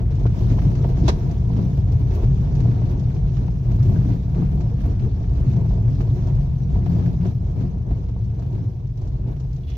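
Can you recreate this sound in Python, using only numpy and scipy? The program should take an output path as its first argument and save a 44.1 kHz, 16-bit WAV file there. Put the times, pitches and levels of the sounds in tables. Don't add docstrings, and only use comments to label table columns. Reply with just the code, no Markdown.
import sys
import numpy as np
from scipy import signal
from scipy.fft import rfft, irfft, next_fast_len
from scipy.io import wavfile
from scipy.ndimage import uniform_filter1d, minimum_filter1d, map_coordinates

SR = 44100
rng = np.random.default_rng(int(sys.argv[2]) if len(sys.argv) > 2 else 0)


def transcribe(signal):
    frames = np.atleast_2d(signal).T
    limited = np.clip(frames, -1, 1)
    pcm = np.round(limited * 32767).astype(np.int16)
    wavfile.write(sys.argv[1], SR, pcm)


N = 430857

# (time [s], centre of the wandering boom noise [Hz, only its ratio to the mean counts],
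# tyre drone level [dB], roof drumming level [dB])
BODY_SOUNDS = [(0.0, 118.3, -25, -31.5), (0.4, 121.9, -23, -24.5), (0.8, 122.5, -24.5, -28.5),
               (1.2, 120.9, -25.5, -28.5), (1.6, 119.8, -25, -23.5), (2.0, 119.3, -22.5, -32.5),
               (2.4, 124.2, -25.0, -26.5), (2.8, 119.1, -25.5, -27.5), (3.2, 125.6, -29, -30.5),
               (3.6, 122.3, -27.5, -32), (4.0, 123.2, -26.5, -29.5), (4.4, 124.9, -26, -27.9),
               (4.8, 121.3, -27.1, -29.5), (5.2, 117.6, -26, -33), (5.6, 122.8, -29, -27),
               (6.0, 121.2, -28.5, -30), (6.4, 123.2, -27.5, -30.5), (6.8, 121.6, -24, -28.5),
               (7.2, 121.4, -23, -29.0), (7.6, 120.8, -27.5, -31), (8.0, 124.9, -30, -33),
               (8.4, 120, -28.5, -37), (8.8, 120.5, -33, -40), (9.2, 121.2, -32.5, -37.5),
               (9.77, 120.4, -34, -41)]
# (frequency [Hz], bandwidth [Hz], level [dB])
PANEL_MODES = [(206.5, 28, 0), (275.2, 21.5, 2), (358.8, 40, -2), (470, 51.5, -5), (498, 78, -9.5),
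               (703, 91, -14), (912, 110, -17), (1140, 100, -25.5)]
# (frequency [Hz], spectral level [dB per Hz])
TRIM_COLOUR = [(710, -30), (1200, 4.5), (1410, -0.5), (1700, 0), (1880, -4), (2150, -2.5), (2910, -8),
               (4990, -13), (5850, -12), (7290, -21), (8200, -35), (9000, -43), (11700, -60.5),
               (19800, -120)]
# (frequency [Hz], spectral level [dB per Hz])
GRIT_COLOUR = [(5000, -48.5), (8500, -11.5), (11400, -2), (13700, -2), (15700, -5)]


def amp(db):
    return 10 ** (np.asarray(db) / 20)


def unit(x):
    return x / np.sqrt(np.mean(x ** 2) + 1e-20)


def along(points, hz):
    f, v = np.transpose(points)
    return np.interp(np.log(hz + 1), np.log(f + 1), v)


def curves(rows):
    s, *cols = np.transpose(rows)
    return [np.interp(np.arange(N) / SR, s, c) for c in cols]


def swells(rows):
    s, length, *rises = np.transpose(rows)
    t = np.arange(0, N / SR + .01, .005)
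    shape = np.exp(-4 * ((t[:, None] - s) / length) ** 2)
    return [np.interp(np.arange(N) / SR, t, shape @ rise) for rise in rises]


def wobble(rate):
    knots = rng.standard_normal(int(N * rate / SR) + 4)
    return map_coordinates(knots, [np.arange(N) * rate / SR])


def filtered(x, response):
    m = next_fast_len(N + SR // 2)
    return irfft(rfft(x, m) * response(np.fft.rfftfreq(m, 1 / SR)), m)[..., :N]


def modes(table):
    return lambda f: sum((-1) ** k * amp(db) * 1j * f * w / (c * c - f * f + 1j * f * w)
                         for k, (c, w, db) in enumerate(table))


def highpass(f, hz):
    return 1 / (1 + (hz / (f + 1)) ** 4)


def lowpass(f, hz, power=4):
    return 1 / (1 + (f / hz) ** power)


def low_modes(table, top_hz):
    return lambda f: modes(table)(f) * lowpass(f, top_hz) * highpass(f, 26)


def uneven(noise, depth_db):
    z = signal.stft(noise, nperseg=256)[2]
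    field = uniform_filter1d(rng.standard_normal(z.shape[1:]), size=4, axis=0)
    field = uniform_filter1d(field, size=6, axis=1)
    return unit(signal.istft(z * amp(depth_db * unit(field)), nperseg=256)[1][:, :N])


def shaped(envelope, response, uneven_db=0, blows=0):
    scale = np.sqrt(np.mean(np.abs(response(np.fft.rfftfreq(SR, 1 / SR))) ** 2))
    noise = rng.standard_normal((2, N))
    if uneven_db:
        noise = uneven(noise, uneven_db)
    return filtered(envelope * noise + blows, response) / scale


def jolts(times, gains, t60, attack_s=0.0027):
    kicks = np.bincount((times * SR).astype(int), gains, N)[:N]
    t = np.arange(SR // 8) / SR
    decay = amp(-60 * t / t60) * (1 - np.exp(-t / attack_s))
    return np.abs(signal.fftconvolve(kicks, decay)[:N])


def steadied(pair, share):
    power = uniform_filter1d(uniform_filter1d(pair[0] ** 2, size=3000), size=3000)
    swell = np.sqrt(np.abs(power) + 1e-12)
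    even = pair / swell ** share
    return even * np.sqrt(np.mean(pair ** 2) / np.mean(even ** 2))


def trim_halves(split_hz):
    colour = lambda f: amp(along(TRIM_COLOUR, f))
    share = lambda f: lowpass(f, split_hz, 6)
    return [lambda f: colour(f) * np.sqrt(share(f)), lambda f: colour(f) * np.sqrt(1 - share(f))]


def gravel(depth_db):
    draw = rng.random((500, 2))
    times = (np.arange(len(draw)) + draw[:, 0]) / len(draw) * (N - 1) / SR
    gains = amp(-4 * np.log(draw[:, 1] + 0.0078) + depth_db)
    return 1 + jolts(times, gains, .07, attack_s=0.0041)


def road():
    # (time [s], axle thrum level [dB],
    # cabin boom level [dB], panel drumming level [dB], grit hiss level [dB])
    rolling = [(0, -20.5, -20.5, -43.5, -74.5), (.45, -20.5, -17, -37, -65), (1.4, -22, -23, -39.5, -70.5),
               (2.05, -23.5, -18, -40.5, -69.5), (2.8, -22.5, -18.5, -38, -71),
               (3.2, -24.5, -20.5, -42.5, -74.5), (3.8, -23.5, -23, -45.5, -69.5),
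               (4.7, -23.5, -23, -43.5, -73.5), (5.2, -22.5, -21, -42, -75),
               (6.35, -20.5, -17, -41.5, -70.5), (6.55, -27.5, -22.5, -44.5, -72.5),
               (6.9, -23.5, -22, -46.5, -73.5), (7.9, -25.5, -25, -44.5, -78), (8.75, -31, -27, -51, -76),
               (9.15, -28, -24, -48, -78.5), (9.77, -27, -30.5, -49.5, -68)]
    # (time [s], length [s], rise of the crunch [dB], rise of the boom [dB], rise of the thrum [dB])
    bumps = [(0, 0.038, 12, 13.5, 18.5), (.27, 0.1, 0.5, 2.5, 0.5), (.37, 0.054, 2.5, -3, -5.5),
             (.52, 0.046, 4, 4, 3.5), (.68, 0.083, 0.5, 6.5, -2.5), (.85, 0.1, 2, 1, -1),
             (1.07, 0.15, 3, 4, 6.5), (1.31, 0.11, 1.5, 3, -6), (1.42, 0.21, -1.5, 1.5, 0.5),
             (1.57, 0.14, 3, 4, -2), (1.85, 0.054, -2, 1.5, 3), (2.02, 0.032, 4.5, 3.5, 5),
             (2.15, 0.11, 5.5, -5.5, 0.5), (2.24, 0.032, 4.5, 0, 8), (2.3, 0.13, -1, 2.5, 5),
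             (2.68, 0.18, 2.5, 3.5, -1.5), (2.92, 0.091, 2.5, -3, 5.5), (3.26, 0.14, 3, 2.5, 6.5),
             (3.45, 0.16, 4.5, 2, 1), (3.72, 0.11, 6.5, 3, 2), (3.92, 0.27, 8.5, 10, 1),
             (4.12, 0.14, 7, 6.5, -2), (4.42, 0.14, 7.5, 5, 1.5), (4.62, 0.28, 2.5, 2.5, 1),
             (4.87, 0.16, 6, 2, 2.5), (5.04, .08, 3.5, 6, 1.5), (5.38, 0.065, 5.5, -7.5, 5),
             (5.54, 0.25, 5, 3, 1), (5.88, 0.14, 0.5, 4.5, -6), (6.01, 0.038, 7, 0, 4.5),
             (6.19, 0.064, 4, -3.5, -5.5), (6.27, 0.059, 4.5, -2, -4), (6.42, 0.089, 2, 0.5, 3),
             (6.75, 0.11, 3.5, 2, 9), (6.98, 0.38, 9, 4.5, -3), (7.26, 0.089, 7, 3, -5.5),
             (7.62, 0.12, 7, 5.5, -1), (7.92, 0.043, 5, 1, 6.5), (8.18, 0.074, 0, 3.5, -1),
             (8.26, 0.092, -2, 5, -1), (8.42, 0.16, 3.5, -0.5, -1.5), (8.59, 0.29, 6, 7.5, -1),
             (9.03, 0.091, 5, 0, 3.5), (9.17, 0.12, 3, 1.5, 5.5), (9.3, 0.11, 5.5, 0.5, 5.5)]
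    typical_db = -41
    thrum_db, boom_db, drum_db, hiss_db = curves(rolling)
    _, drone_db, roof_db = curves(BODY_SOUNDS)
    crunch_rise, boom_rise, thrum_rise = swells(bumps)
    drum_db = drum_db + crunch_rise
    rough_db = drum_db - typical_db
    shared = gravel(-12) * amp(0.48 * wobble(13))

    def stones():
        return unit(shared * gravel(-11) * amp(1.0 * wobble(16)))

    sound = axle_thrum(thrum_db + thrum_rise) + tyre_drone(drone_db) + cabin_boom(boom_db + boom_rise)
    sound = sound + panel_drumming(drum_db, rough_db, boom_rise, stones)
    sound = sound + trim_buzz(rough_db, hiss_db, stones) + pebbles(rough_db, count=6000)
    sound = sound + roof_drumming(roof_db, crunch_rise, boom_rise)
    return sound + grit_hiss(hiss_db, crunch_rise, stones)


def axle_thrum(level_db):
    # (frequency [Hz], bandwidth [Hz], level [dB])
    axle_modes = [(37, 25, -10), (51.6, 10, -1), (67.3, 14, -9)]
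    return amp(level_db) * steadied(shaped(0.86, low_modes(axle_modes, 140)), 0.12)


def tyre_drone(level_db):
    # (frequency [Hz], bandwidth [Hz], level [dB])
    wall_modes = [(81, 17, 4), (93.3, 11, -2)]
    return amp(level_db - 0.5) * steadied(unit(shaped(1, low_modes(wall_modes, 190))), 0.45)


def cabin_boom(level_db):
    # (frequency [Hz], bandwidth [Hz], level [dB])
    air_modes = [(103.9, 42, -7.5), (117.96, 20.3, 2.5), (141.7, 14.4, -3)]
    return amp(level_db) * steadied(wandering(shaped(0.85, low_modes(air_modes, 160))), 0.25)


def wandering(pair):
    flutter, knots_per_s = .035, 4
    hz = curves(BODY_SOUNDS)[0]
    at = np.cumsum(hz / hz.mean() + flutter * wobble(knots_per_s))
    return np.array([np.interp(at * (N - 1) / at[-1], np.arange(N), x) for x in pair])


def panel_drumming(drum_db, rough_db, boom_rise, stones):
    pan_top_hz, pan_db = 304, -40.5
    pan_grows, pan_boom = 1.15, 0.49
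    panels = lambda f: modes(PANEL_MODES)(f) * highpass(f, 190) * lowpass(f, 1300)
    pan = lambda f: panels(f) * lowpass(f, pan_top_hz, 6)
    pan_level = amp(pan_db + pan_grows * rough_db + pan_boom * boom_rise)
    floor = pan_level * shaped(unit(stones() ** 1.1), pan)
    return floor + amp(drum_db) * shaped(unit(stones() ** 1.3), lambda f: panels(f) - pan(f))


def trim_buzz(rough_db, hiss_db, stones):
    dull_db, bright_db = -59, -60
    dull_grows, bright_grows = 1.0, 0.67
    bright_with_grit, typical_grit_db = .4, -71
    dull, bright = trim_halves(3300)
    sound = amp(dull_db + dull_grows * rough_db) * shaped(stones(), dull, uneven_db=1.5)
    bright_db = bright_db + bright_grows * rough_db + bright_with_grit * (hiss_db - typical_grit_db)
    return sound + amp(bright_db) * shaped(stones(), bright, uneven_db=2.0)


def pebbles(rough_db, count):
    level_db, grows = -65, 1
    ring_cycles = 5.5
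    draw, t = rng.random((count, 4)), np.arange(200) / SR
    hz = 1100 * 6.2 ** draw[:, 1:2]
    size = amp(along(TRIM_COLOUR, hz) - 3.5 * np.log(draw[:, 2:3] + .03)) * np.sqrt(hz)
    decay = amp(-60 * t * hz / (3 * ring_cycles)) * (1 - np.exp(-t * hz))
    ping = size * decay * np.sin(2 * np.pi * hz * t)
    at = ((draw[:, :1] * N).astype(int) + np.arange(len(t))).ravel()
    turn = 2 * np.pi * draw[:, 3:]
    pair = [np.bincount(at, (ping * g).ravel(), N)[:N] for g in (np.cos(turn), np.sin(turn))]
    return amp(level_db + grows * rough_db) * unit(np.array(pair))


def roof_drumming(level_db, crunch_rise, boom_rise):
    # (frequency [Hz], bandwidth [Hz], level [dB])
    roof_modes = [(153, 13, -1), (176.4, 28.2, 1.5)]
    per_crunch, per_boom = 0.62, 0.38
    level = amp(level_db - 2.5 + per_crunch * crunch_rise + per_boom * boom_rise)
    return level * unit(shaped(1, low_modes(roof_modes, 270)))


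def grit_hiss(level_db, crunch_rise, stones):
    grows = 0.65
    hiss = shaped(unit(stones() ** 1.4), lambda f: amp(along(GRIT_COLOUR, f)), uneven_db=-2.5)
    return amp(level_db + grows * crunch_rise) * hiss


def trim_rattles():
    # (time [s], dull part level [dB], bright part level [dB])
    bursts = [(0.1155, -45.5, -57), (0.1501, -62, -50), (0.2634, -36, -68), (0.5165, -49, -46),
              (0.5872, -35.5, -51), (0.617, -39, -53.5), (0.75, -41.5, -44), (0.841, -37, -62),
              (1.309, -57, -43), (1.5307, -48.5, -63.5), (1.9173, -51, -44.5), (2.145, -45, -43.5),
              (2.239, -44.5, -48), (2.55, -45, -42.5), (2.601, -43, -43), (2.7127, -42.5, -61),
              (2.993, -65, -46), (3.1626, -44, -68), (3.3663, -40, -49), (3.478, -43.5, -61),
              (3.7125, -44.5, -47), (3.8254, -58.5, -43), (4.0432, -51, -59.5), (4.1017, -49, -58),
              (4.345, -43, -57), (4.3902, -57, -65), (4.6057, -43, -42.5), (4.8034, -44.5, -57),
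              (4.852, -61, -60), (4.994, -45, -51), (5.238, -48.5, -74), (5.332, -52, -51),
              (5.7064, -51.5, -71), (6.005, -39, -46), (6.2697, -54.5, -45.5), (6.401, -51, -60.5),
              (6.8587, -40, -55), (6.9622, -48, -62), (6.993, -44, -65), (7.0223, -46.5, -59),
              (7.0574, -41, -47.5), (7.2497, -38.5, -57), (7.5911, -55, -60), (8.39, -63, -49.5),
              (8.8684, -69, -54), (8.972, -67, -49), (9.0124, -66, -51), (9.072, -67, -49),
              (9.3644, -51, -60), (9.3974, -59, -47), (9.5274, -66, -49.5), (9.5604, -65, -49),
              (9.698, -49, -45)]
    s, dull_db, bright_db = np.transpose(bursts)
    dull, bright = trim_halves(4600)
    low_part = shaped(jolts(s, amp(dull_db), .055, attack_s=.0025), dull)
    return low_part + shaped(jolts(s, amp(bright_db), 0.055, attack_s=0.0055), bright)


def grit_ticks():
    # (time [s], level [dB])
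    hits = [(.1166, -65.5), (.48, -57.5), (.5219, -54.5), (.616, -50), (0.9194, -63.5), (1.0837, -46.5),
            (1.27, -59), (1.528, -66.5), (1.921, -48.5), (1.987, -55.5), (2.1476, -44), (2.3261, -66.5),
            (2.992, -60), (3.377, -62), (3.463, -59.5), (3.71, -58.5), (3.7556, -53), (3.8276, -56.5),
            (3.8925, -57), (3.9612, -59.5), (4.3902, -59.5), (4.806, -50.5), (4.8543, -49.5), (5.365, -58),
            (5.4967, -54), (6.0076, -51.5), (6.8874, -55.5), (7.0634, -56), (7.251, -57)]
    s, db = np.transpose(hits)
    return shaped(jolts(s, amp(db), 0.06, attack_s=.008), lambda f: amp(along(GRIT_COLOUR, f)))


def panel_knocks():
    # (time [s], level [dB])
    hits = [(0.253, -23), (0.483, -45), (0.543, -45), (0.582, -26), (0.845, -25.5), (1.021, -52),
            (1.084, -19), (1.499, -33), (1.59, -30), (1.994, -40.5), (2.107, -34.5), (2.18, -33),
            (2.233, -37), (2.654, -28), (2.816, -30.5), (3.026, -36.5), (3.374, -42), (3.48, -31.5),
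            (3.702, -36.5), (3.913, -36.5), (3.96, -29.5), (4.048, -41), (4.098, -34), (4.279, -41),
            (4.425, -31.5), (4.529, -42.5), (4.602, -41), (4.835, -34.5), (5.114, -51), (5.216, -35),
            (5.311, -46), (5.66, -34.5), (5.706, -32.5), (5.776, -31), (6.004, -30), (6.075, -33),
            (6.383, -34.5), (6.459, -39), (6.756, -29.5), (6.861, -29), (6.961, -33), (6.996, -29),
            (7.256, -30), (7.91, -39.5), (8.16, -36.5), (8.39, -35.5), (8.45, -46), (8.58, -38.5),
            (9.015, -38)]
    blow_db = 17
    s, db = np.transpose(hits)
    blow = np.bincount((s * SR).astype(int), amp(db + blow_db), N) * np.array([[1], [.5]])
    colour = lambda f: modes(PANEL_MODES)(f) * highpass(f, 450) * lowpass(f, 1500)
    return shaped(jolts(s, amp(db + 1), 0.036, attack_s=0.0014), colour, blows=blow)


def loud_pings():
    # (time [s], level [dB], frequency [Hz])
    hits = [(.262, -37, 1460), (.262, -49, 2330), (.517, -44, 3100), (1.311, -47, 5430), (1.563, -55, 6460),
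            (1.92, -53, 5770), (2.145, -55, 6120), (2.232, -48, 2800), (2.232, -57, 3960),
            (3.369, -57, 3470), (3.826, -55, 5680), (3.908, -46, 2200), (3.96, -41, 1550),
            (4.016, -56, 2200), (4.051, -49, 2250), (4.1, -49, 2190), (4.285, -47, 1550),
            (4.344, -54, 4130), (4.39, -49, 2200), (4.605, -53, 4130), (4.605, -50, 5200),
            (5.364, -58, 6290), (6.004, -49, 2240), (6.009, -54.5, 4130), (6.244, -56, 5510),
            (6.859, -57, 5940), (7.058, -54, 3960), (7.248, -56, 2670), (7.609, -54, 4220),
            (8.391, -59, 5940), (8.972, -58, 6120), (9.365, -55, 2760), (9.4, -54, 4140),
            (9.402, -54, 2800), (9.455, -65, 6000)]
    ring_cycles, spread = 40, .05
    out, t = np.zeros((2, N + SR)), np.arange(SR // 20) / SR
    for (s, db, hz), draw in zip(hits, rng.random((len(hits), 7))):
        ring = 0
        for k in range(3):
            partial_hz = hz * (1 + spread * (k - 1 + draw[k] - .5))
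            ring = ring + np.sin(2 * np.pi * partial_hz * t + draw[3 + k])
        ring = ring * amp(db - 3.5 - 60 * t * hz / (3 * ring_cycles)) * (1 - np.exp(-t / .0015))
        out[:, round(s * SR):][:, :len(t)] += ring * [[np.cos(draw[6])], [np.sin(draw[6])]]
    return out[:, :N]


def floor_pan():
    # (time [s], level [dB], starting frequency [Hz], sag [Hz per s], decay by 60 dB [s])
    thuds = [(1.021, -30, 700, 300, 0.055), (1.034, -18.5, 352, 2154, 0.15), (1.084, -6, 374, 2450, 0.054),
             (1.086, -28, 650, 600, .04), (1.09, -27.5, 1177, 900, .04), (1.099, -21, 960, 900, 0.052),
             (3.92, -29, 284, 100, 0.13), (4.05, -25, 289, 100, 0.17), (4.109, -28.5, 288, 100, .14),
             (4.42, -30.5, 284, 100, .14)]
    t, ring = np.arange(N) / SR, 0
    for start, db, hz, sag, t60 in thuds:
        age = np.clip(t - start, 0, .1)
        swing = np.sin(2 * np.pi * (hz - sag * age / 2) * age) * (t - start < .1)
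        ring = ring + amp(db - 60 * age / t60) * (1 - np.exp(-age / 0.0045)) * swing
    return ring * [[1], [0]]


def stone():
    # (time [s], level [dB], length [s], treble over the body [dB])
    contacts = [(1.07, -45.5, 0.044, 5.5), (1.083, -23, 0.0067, 3), (1.09, -23, 0.0069, 2),
                (1.096, -25.5, 0.0072, -4), (1.102, -25, 0.008, -5)]
    # (frequency [Hz], spectral level [dB per Hz])
    bang_colour = [(120, -26), (200, 0), (962, -14.5), (1200, -13), (1310, -30.5), (1460, -20), (2190, -21),
                   (2680, -23.5), (3100, -26), (4000, -25.5), (5980, -25.5), (8460, -45.5), (15700, -57)]
    # (frequency [Hz], bandwidth [Hz], rise [dB])
    shell = [(641, 69, 1.5), (970, 66, 5.5), (1410, 80, 5.5), (2330, 130, -4), (3350, 180, 4),
             (3940, 330, 7), (5120, 250, -0.5), (5900, 300, 0.5)]
    t = np.arange(N) / SR

    def blows(treble):
        return sum(amp(db + treble * over) * np.exp(-((t - s) / length) ** 2 * 4)
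                   for s, db, length, over in contacts)

    def colour(f):
        rise = sum(db / (1 + (2 * (f - c) / w) ** 2) for c, w, db in shell)
        return amp(along(bang_colour, f) + rise) * highpass(f, 450)

    share = lambda f: lowpass(f, 2000)
    s, db, _, _ = np.transpose(contacts)
    tail = jolts(s, amp(db - 20.5), 0.2)
    body = shaped(blows(0) + tail, lambda f: colour(f) * share(f))
    return body + amp(-7) * shaped(blows(1) + tail, lambda f: colour(f) * (1 - share(f)))


def chinks():
    # (time [s], level [dB])
    contacts = [(9.633, -54), (9.669, -52), (9.678, -52), (9.69, -51), (9.698, -61), (9.704, -62),
                (9.716, -50), (9.736, -52), (9.75, -49)]
    # (frequency [Hz], level [dB], decay by 60 dB [s])
    metal = [(2340, -20, .04), (2750, -8, .05), (2780, -12, .045), (2880, -9, 0.041), (3004, -10, .05),
             (3380, -6.5, 0.11), (3460, -13, .05), (3700, -16, .04), (3900, -15, .04), (4100, -11, .04)]
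    out, t = np.zeros(N + SR), np.arange(SR // 4) / SR
    for s, db in contacts:
        ring = 0
        for hz, level, t60 in metal:
            decay = amp(db + level + rng.normal(0, 2.5) - 60 * t / t60)
            mode_hz = hz * (1 + rng.normal(0, .003))
            ring = ring + decay * np.sin(2 * np.pi * mode_hz * t + rng.uniform(0, 2 * np.pi))
        out[round(s * SR):][:len(t)] += ring * (1 - np.exp(-t / 0.0011))
    s, db = np.transpose(contacts)
    colour = lambda f: amp(along(TRIM_COLOUR, f)) * highpass(f, 2700) * lowpass(f, 4500)
    scrape = shaped(jolts(s, amp(db - 3.5), 0.093), colour)
    return (out[:N] + scrape) * amp([[-3], [3]])


def ports(pair):
    # (frequency [Hz], correlation of the ports before the delay [1])
    alike = [(25, 0.96), (60, 1), (130, .97), (290, 0.79), (640, 0.55), (1200, 0.31), (3000, 0.029),
             (7000, 0.041), (15000, 0.2)]
    # (frequency [Hz], time by which left lags [s])
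    lag = [(60, 0), (600, 0), (1080, .00045), (1380, .00033), (1890, .00026), (2930, .00037),
           (15000, .0003)]
    # (frequency [Hz], left over right [dB])
    lean = [(60, 0), (140, 1.5), (210, 3.5), (330, .5), (770, -.5), (1170, .5), (1790, 0), (4190, -3.5),
            (9810, -2.5), (15000, -.5)]
    turn = lambda hz: np.arccos(np.clip(along(alike, hz), -1, 1)) / 2
    mid, side = filtered(pair, lambda hz: np.array([np.cos(turn(hz)), np.sin(turn(hz))]))
    skew = lambda hz: amp(along(lean, hz) / 2) * np.exp(-1j * np.pi * hz * along(lag, hz))
    both = np.array([mid + side, mid - side])
    return filtered(both, lambda hz: np.array([skew(hz), 1 / skew(hz)]))


def scene():
    hits = trim_rattles() + grit_ticks() + panel_knocks() + loud_pings()
    return ports(road() + hits + floor_pan() + stone()) + chinks()


def record(dry):
    ceiling, hold_s, top_hz = .6, .03, 15850
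    need = ceiling / np.maximum(np.abs(dry).max(axis=0), ceiling)
    hold = round(hold_s * SR)
    gain = uniform_filter1d(minimum_filter1d(need, size=hold), size=hold)
    return filtered(dry * gain, lambda hz: hz < top_hz)


dry = scene()
out = record(dry)
transcribe(out)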